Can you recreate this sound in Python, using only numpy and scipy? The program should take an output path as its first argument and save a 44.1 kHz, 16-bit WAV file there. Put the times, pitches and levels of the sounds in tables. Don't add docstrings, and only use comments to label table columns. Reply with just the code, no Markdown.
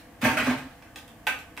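import sys
import numpy as np
from scipy import signal
from scipy.fft import rfft, irfft, next_fast_len
from scipy.io import wavfile
from scipy.ndimage import map_coordinates

SR = 44100
rng = np.random.default_rng(int(sys.argv[2]) if len(sys.argv) > 2 else 0)


def dump(signal):
    limited = np.clip(np.atleast_2d(signal).T, -1, 1)
    pcm = np.round(limited * 32767).astype(np.int16)
    wavfile.write(sys.argv[1], SR, pcm)


N = 70560

# (frequency [Hz], relative level [dB])
CLACK_COLOUR = [(200, -26.5), (500, -4), (800, -7), (1050, -4.5), (1600, 0.5), (2100, -2), (2650, -2),
                (3100, -8), (4200, -28), (8000, -22), (16000, -60)]
TICK_COLOUR = [(500, 1), (2000, -2.5), (3300, 6), (4200, 2), (5300, 3), (6800, -1.5), (8500, -2),
               (11000, -3.5), (13700, -3.5), (15500, -1.5)]
def cans(contacts, modes, lid_hz, direct_db):
    attack_s, pitch_scatter = .00034, .003
    out = np.zeros((2, N))
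    for start, ring_db, clack_db, tick_db, ping_db, tilt in contacts:
        clack = amp(clack_db) * burst(CLACK_COLOUR, t60=.025)
        tick = amp(tick_db) * burst(TICK_COLOUR, t60=.016)
        pitch = 1 + pitch_scatter * rng.standard_normal()
        hollow = amp(ring_db) * ring(modes, attack_s, pitch, tilt)
        ping = amp(ping_db) * ring([(lid_hz, 0, .025)], attack_s, pitch)
        add(out, start, room(clack + tick, wet_db=5, direct_db=direct_db))
        add(out, start, room(hollow, wet_db=-2.5, direct_db=-2.5))
        add(out, start, room(ping, wet_db=-6))
    return out


# (time [s], ring [dB], clack [dB], tick [dB], ping [dB], ring tilt [dB/octave])
JOSTLE_CONTACTS = [(-.02, -63, -52.5, -44.5, -62, -3), (.215, -46, -31.5, -29.5, -37, -16),
                   (.225, -33.5, -26, -34, -46, 8), (.238, -24.5, -26, -25, -44, -0.5),
                   (.247, -16.5, -21, -26.5, -38, 2), (.254, -20, -21.5, -25.5, -38, -3.5),
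                   (.266, -23.5, -23, -31, -40, -9), (.283, -28.5, -28, -34, -46, 0),
                   (.299, -28, -25, -30.5, -21, -3.5), (.331, -46, -30.5, -33.5, -48, -2),
                   (.3705, -22, -20, -26.5, -22, 3.5), (.378, -41.5, -26, -30.5, -24.5, 8),
                   (.399, -24.5, -22.5, -36, -17.5, 13), (.439, -52, -33.5, -37, -31, 2),
                   (.465, -47, -24, -30.5, -24.5, 14), (.497, -25.5, -29, -38, -28, -1.5),
                   (.536, -35.5, -40.5, -56, -53, -6), (.575, -42, -41.5, -39, -42, 0)]
# (frequency [Hz], relative level [dB], t60 [s])
LOOSE_MODES = [(618, -8, .2), (762, -9, .2), (905, -6, .22), (1082, -9, .2), (1225, -9, .15),
               (1572, -4, .16), (1614, -3, .16), (1795, -5, .16), (2048, -4, .16), (2220, -5, .16),
               (2290, -5, .16), (2466, -6, .14), (2520, -4, .18), (2950, -12, .18)]
def jostling_cans():
    return cans(JOSTLE_CONTACTS, LOOSE_MODES, lid_hz=2546, direct_db=-11.5)


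# (time [s], ring [dB], clack [dB], tick [dB], ping [dB], ring tilt [dB/octave])
STACK_CONTACTS = [(.823, -48, -51.5, -50, -61, 1), (.959, -41, -43, -35, -37, -2),
                  (.987, -62, -62, -62, -38.5, 18), (1.079, -58, -53, -46, -52, -2),
                  (1.2685, -23.5, -23, -24, -21, 1.5), (1.272, -22.5, -22, -30.5, -14.5, -0.5),
                  (1.389, -60.5, -58, -41.5, -63, 15.5), (1.567, -45.5, -50.5, -42.5, -49, 14),
                  (1.575, -37.5, -31.5, -37, -35.5, -5.5)]
# (frequency [Hz], relative
# level [dB], t60 [s])
STACK_MODES = [(277, -17, .55), (755, -6, .13), (818, -3, .13), (870, -1, .13), (1150, -8, .1),
               (1233, -5, .18), (1518, -1, .2), (1570, -2, .2), (1835, -7, .17), (2030, -6, .17),
               (2323, -5, .17), (2560, -7, .14), (2680, -6, .16), (3881, -17, .2)]
def stacked_can():
    pan_db = .03
    return cans(STACK_CONTACTS, STACK_MODES, lid_hz=2573, direct_db=-2.5) * amp([[pan_db], [-pan_db]])


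# (time [s], boom [dB], slap [dB], pitch [ratio])
BOX_BUMPS = [(.229, -15.5, -27.5, 0.99), (.252, -19, -18.5, .98), (.294, -24, -25.5, .99),
             (.328, -31.5, -57, 1.2), (.369, -23, -32, 1), (.425, -24, -42, 1), (.471, -15, -19.5, 1.01),
             (.510, -23.5, -26, 1.02), (0.56, -26, -39, 1.03), (0.643, -38, -45, 1.065)]
# (frequency [Hz], relative level [dB], t60 [s])
BOX_MODES = [(113.3, -21, 0.26), (134.4, -16, .3), (229.2, -7.5, 0.18), (251, 0.5, 0.24),
             (273.3, -10.5, 0.31)]
# (frequency [Hz], relative level [dB])
SLAP_COLOUR = [(50, -46), (90, -9), (140, -8), (190, -12), (260, 1), (350, -8.5), (450, -4), (650, -6.5),
               (1000, -19), (2000, -19.5), (8000, -44)]
def box_thumps():
    out = np.zeros((2, N))
    for start, boom_db, slap_db, pitch in BOX_BUMPS:
        boom = amp(boom_db) * ring(BOX_MODES, attack_s=.0064, pitch=pitch)
        slap = amp(slap_db) * burst(SLAP_COLOUR, t60=.026)
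        add(out, start, room(boom, wet_db=-14) + room(slap, wet_db=.5))
    return out


# (frequency [Hz], relative level [dB])
SLIP_COLOUR = [(100, -1.5), (400, -7.5), (900, 2.5), (2500, -6.5), (4000, -8), (8000, -23), (15000, -23)]
# (time [s], relative level [dB])
SCRAPE_LEVEL = [(0, -54.5), (.06, -74), (.13, -68), (.2, -69), (0.219, -35.5), (.25, -35), (.3, -40),
                (.36, -40), (.44, -33), (.51, -34), (.56, -50), (.68, -55), (.8, -63.5)]
def scrape(slips_per_s=1600):
    slips = (rng.random(N) < slips_per_s / SR) * rng.standard_normal(N)
    grains = unit(signal.fftconvolve(slips, impulse_response(SLIP_COLOUR))[:N])
    level_db = np.interp(np.arange(N) / SR, *np.transpose(SCRAPE_LEVEL), left=-120, right=-120)
    return room(grains * amp(level_db), wet_db=5) / 2


def ring(modes, attack_s, pitch, tilt=0, scatter_db=1.5):
    hz, db, t60 = np.transpose(modes)[:, :, None]
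    scatter, phase = rng.standard_normal((2, len(modes), 1))
    gain = amp(db + scatter_db * scatter + tilt * np.log2(hz))
    t, decay = fade(t60)
    ringing = np.sum(gain * decay * np.sin(2 * np.pi * (hz * pitch * t + phase)), axis=0)
    return ringing * (1 - np.exp(-t / attack_s)) / np.linalg.norm(gain)


def burst(colour, t60):
    t, decay = fade(t60)
    noise = decay * rng.standard_normal(len(t))
    return signal.fftconvolve(noise, impulse_response(colour))[:len(t)]


# (frequency [Hz], t60 [s])
ROOM_DECAY = [(120, 0.58), (280, 0.22), (600, 0.37), (1500, 0.41), (4000, 0.36), (9000, .36), (15000, 0.29)]
def room(x, wet_db, direct_db=0):
    hz, t, bands = signal.stft(diffuse(SR * 2 // 3), SR, nperseg=256)
    decay = amp(-60 * t / along(ROOM_DECAY, hz)[:, None])
    tail = signal.istft(bands * decay, SR, nperseg=256)[1]
    tail *= np.sqrt(2) / np.linalg.norm(tail)
    echo_gain = amp(-8.5)
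    response = (tail + echo_gain * wall_echoes(tail.shape[1])) / np.hypot(1, echo_gain)
    reverb = signal.fftconvolve(x[None], response, axes=1)[:, :len(x)]
    return amp(direct_db) * x + amp(wet_db) * reverb


def wall_echoes(n, count=10, first_s=.005, last_s=.04):
    out = np.zeros((2, n))
    for when, size, lag in rng.random((count, 3)):
        left = int((first_s + when * (last_s - first_s)) * SR)
        right = left + round(20 * (lag - .5))
        out[[0, 1], [left, right]] += (size + .5) * rng.choice([-1, 1])
    return out * np.sqrt(2) / np.linalg.norm(out)


# (frequency [Hz], correlation [0-1])
STEREO_LIKENESS = [(100, 0.96), (280, 0.93), (600, 0.76), (1300, 0.69), (2600, 0.27), (5000, 0), (12000, 0)]
def diffuse(n):
    def mid_side_gains(hz):
        angle = np.arccos(along(STEREO_LIKENESS, hz)) / 2
        return np.array([np.cos(angle), np.sin(angle)])
    mid, side = filtered(rng.standard_normal((2, n)), mid_side_gains)
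    return np.array([mid + side, mid - side])


# (frequency [Hz], relative level [dB])
ROOM_TONE_COLOUR = [(11, -39), (18, 14.5), (54, -3), (120, -8), (154, -8.5), (313, -5), (361, -22.5),
                    (492, -10), (567, -16.5), (672, -10), (1030, -18.5), (1120, -14.5), (1360, -23),
                    (1610, -15.5), (2610, -24.5), (3090, -24), (3660, -31.5), (13800, -33), (15500, -30)]
# (frequency [Hz], level [dB])
HUM_TONES = [(47, -88.5), (108, -61.5), (273, -87.5), (324, -63), (498, -62.5), (688, -60.5)]
def room_tone(noise_db=-48, waver_hz=6):
    t = np.arange(N) / SR
    noise = filtered(diffuse(N), lambda hz: amp(along(ROOM_TONE_COLOUR, hz)))
    out = amp(noise_db) * unit(noise)
    for hz, db in HUM_TONES:
        phase_drift = map_coordinates(rng.standard_normal(64), [t * waver_hz], mode="mirror")
        out += amp(db) * np.sin(2 * np.pi * hz * t + phase_drift)
    return out


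def amp(db):
    return 10 ** (np.asarray(db) / 20)


def unit(x):
    return x / np.sqrt(np.mean(x ** 2) + 1e-20)


def along(points, hz):
    freqs, values = np.transpose(points)
    return np.interp(np.log(hz + 1), np.log(freqs + 1), values)


def filtered(x, response):
    n = x.shape[-1]
    padded = next_fast_len(n + 8192)
    return irfft(rfft(x, padded) * response(np.fft.rfftfreq(padded, 1 / SR)), padded)[..., :n]


def impulse_response(colour, size=2048):
    cepstrum = irfft(along(colour, np.fft.rfftfreq(size, 1 / SR)) * np.log(10) / 20)
    cepstrum[1:size // 2] *= 2
    cepstrum[size // 2 + 1:] = 0
    response = irfft(np.exp(rfft(cepstrum)))
    return response / np.linalg.norm(response)


def fade(t60):
    t = np.arange(SR * 2 // 3) / SR
    return t, np.exp(-np.log(1000) * t / t60)


def add(out, start_s, x):
    i = round(start_s * SR)
    part = x[:, max(0, -i):N - i]
    out[:, max(0, i):max(0, i) + part.shape[1]] += part


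# (frequency [Hz], left minus right [dB])
STEREO_BALANCE = [(100, 1), (300, -2), (650, -2.7), (1400, -0.5), (2800, -3), (5600, 0), (10000, 1.5),
                  (14000, 2)]
def scene():
    sources = jostling_cans() + box_thumps() + scrape() + stacked_can()
    placed = filtered(sources, lambda hz: amp(np.outer([.5, -.5], along(STEREO_BALANCE, hz))))
    return placed + room_tone()


def record(dry):
    low_cut_hz, top_hz = 40, 15400
    thinned = filtered(dry, lambda hz: 1 - 1 / (1 + (hz / low_cut_hz) ** 6))
    return filtered(thinned, lambda hz: 1 / np.sqrt(1 + (hz / top_hz) ** 150))


dry = scene()
out = record(dry)
dump(out)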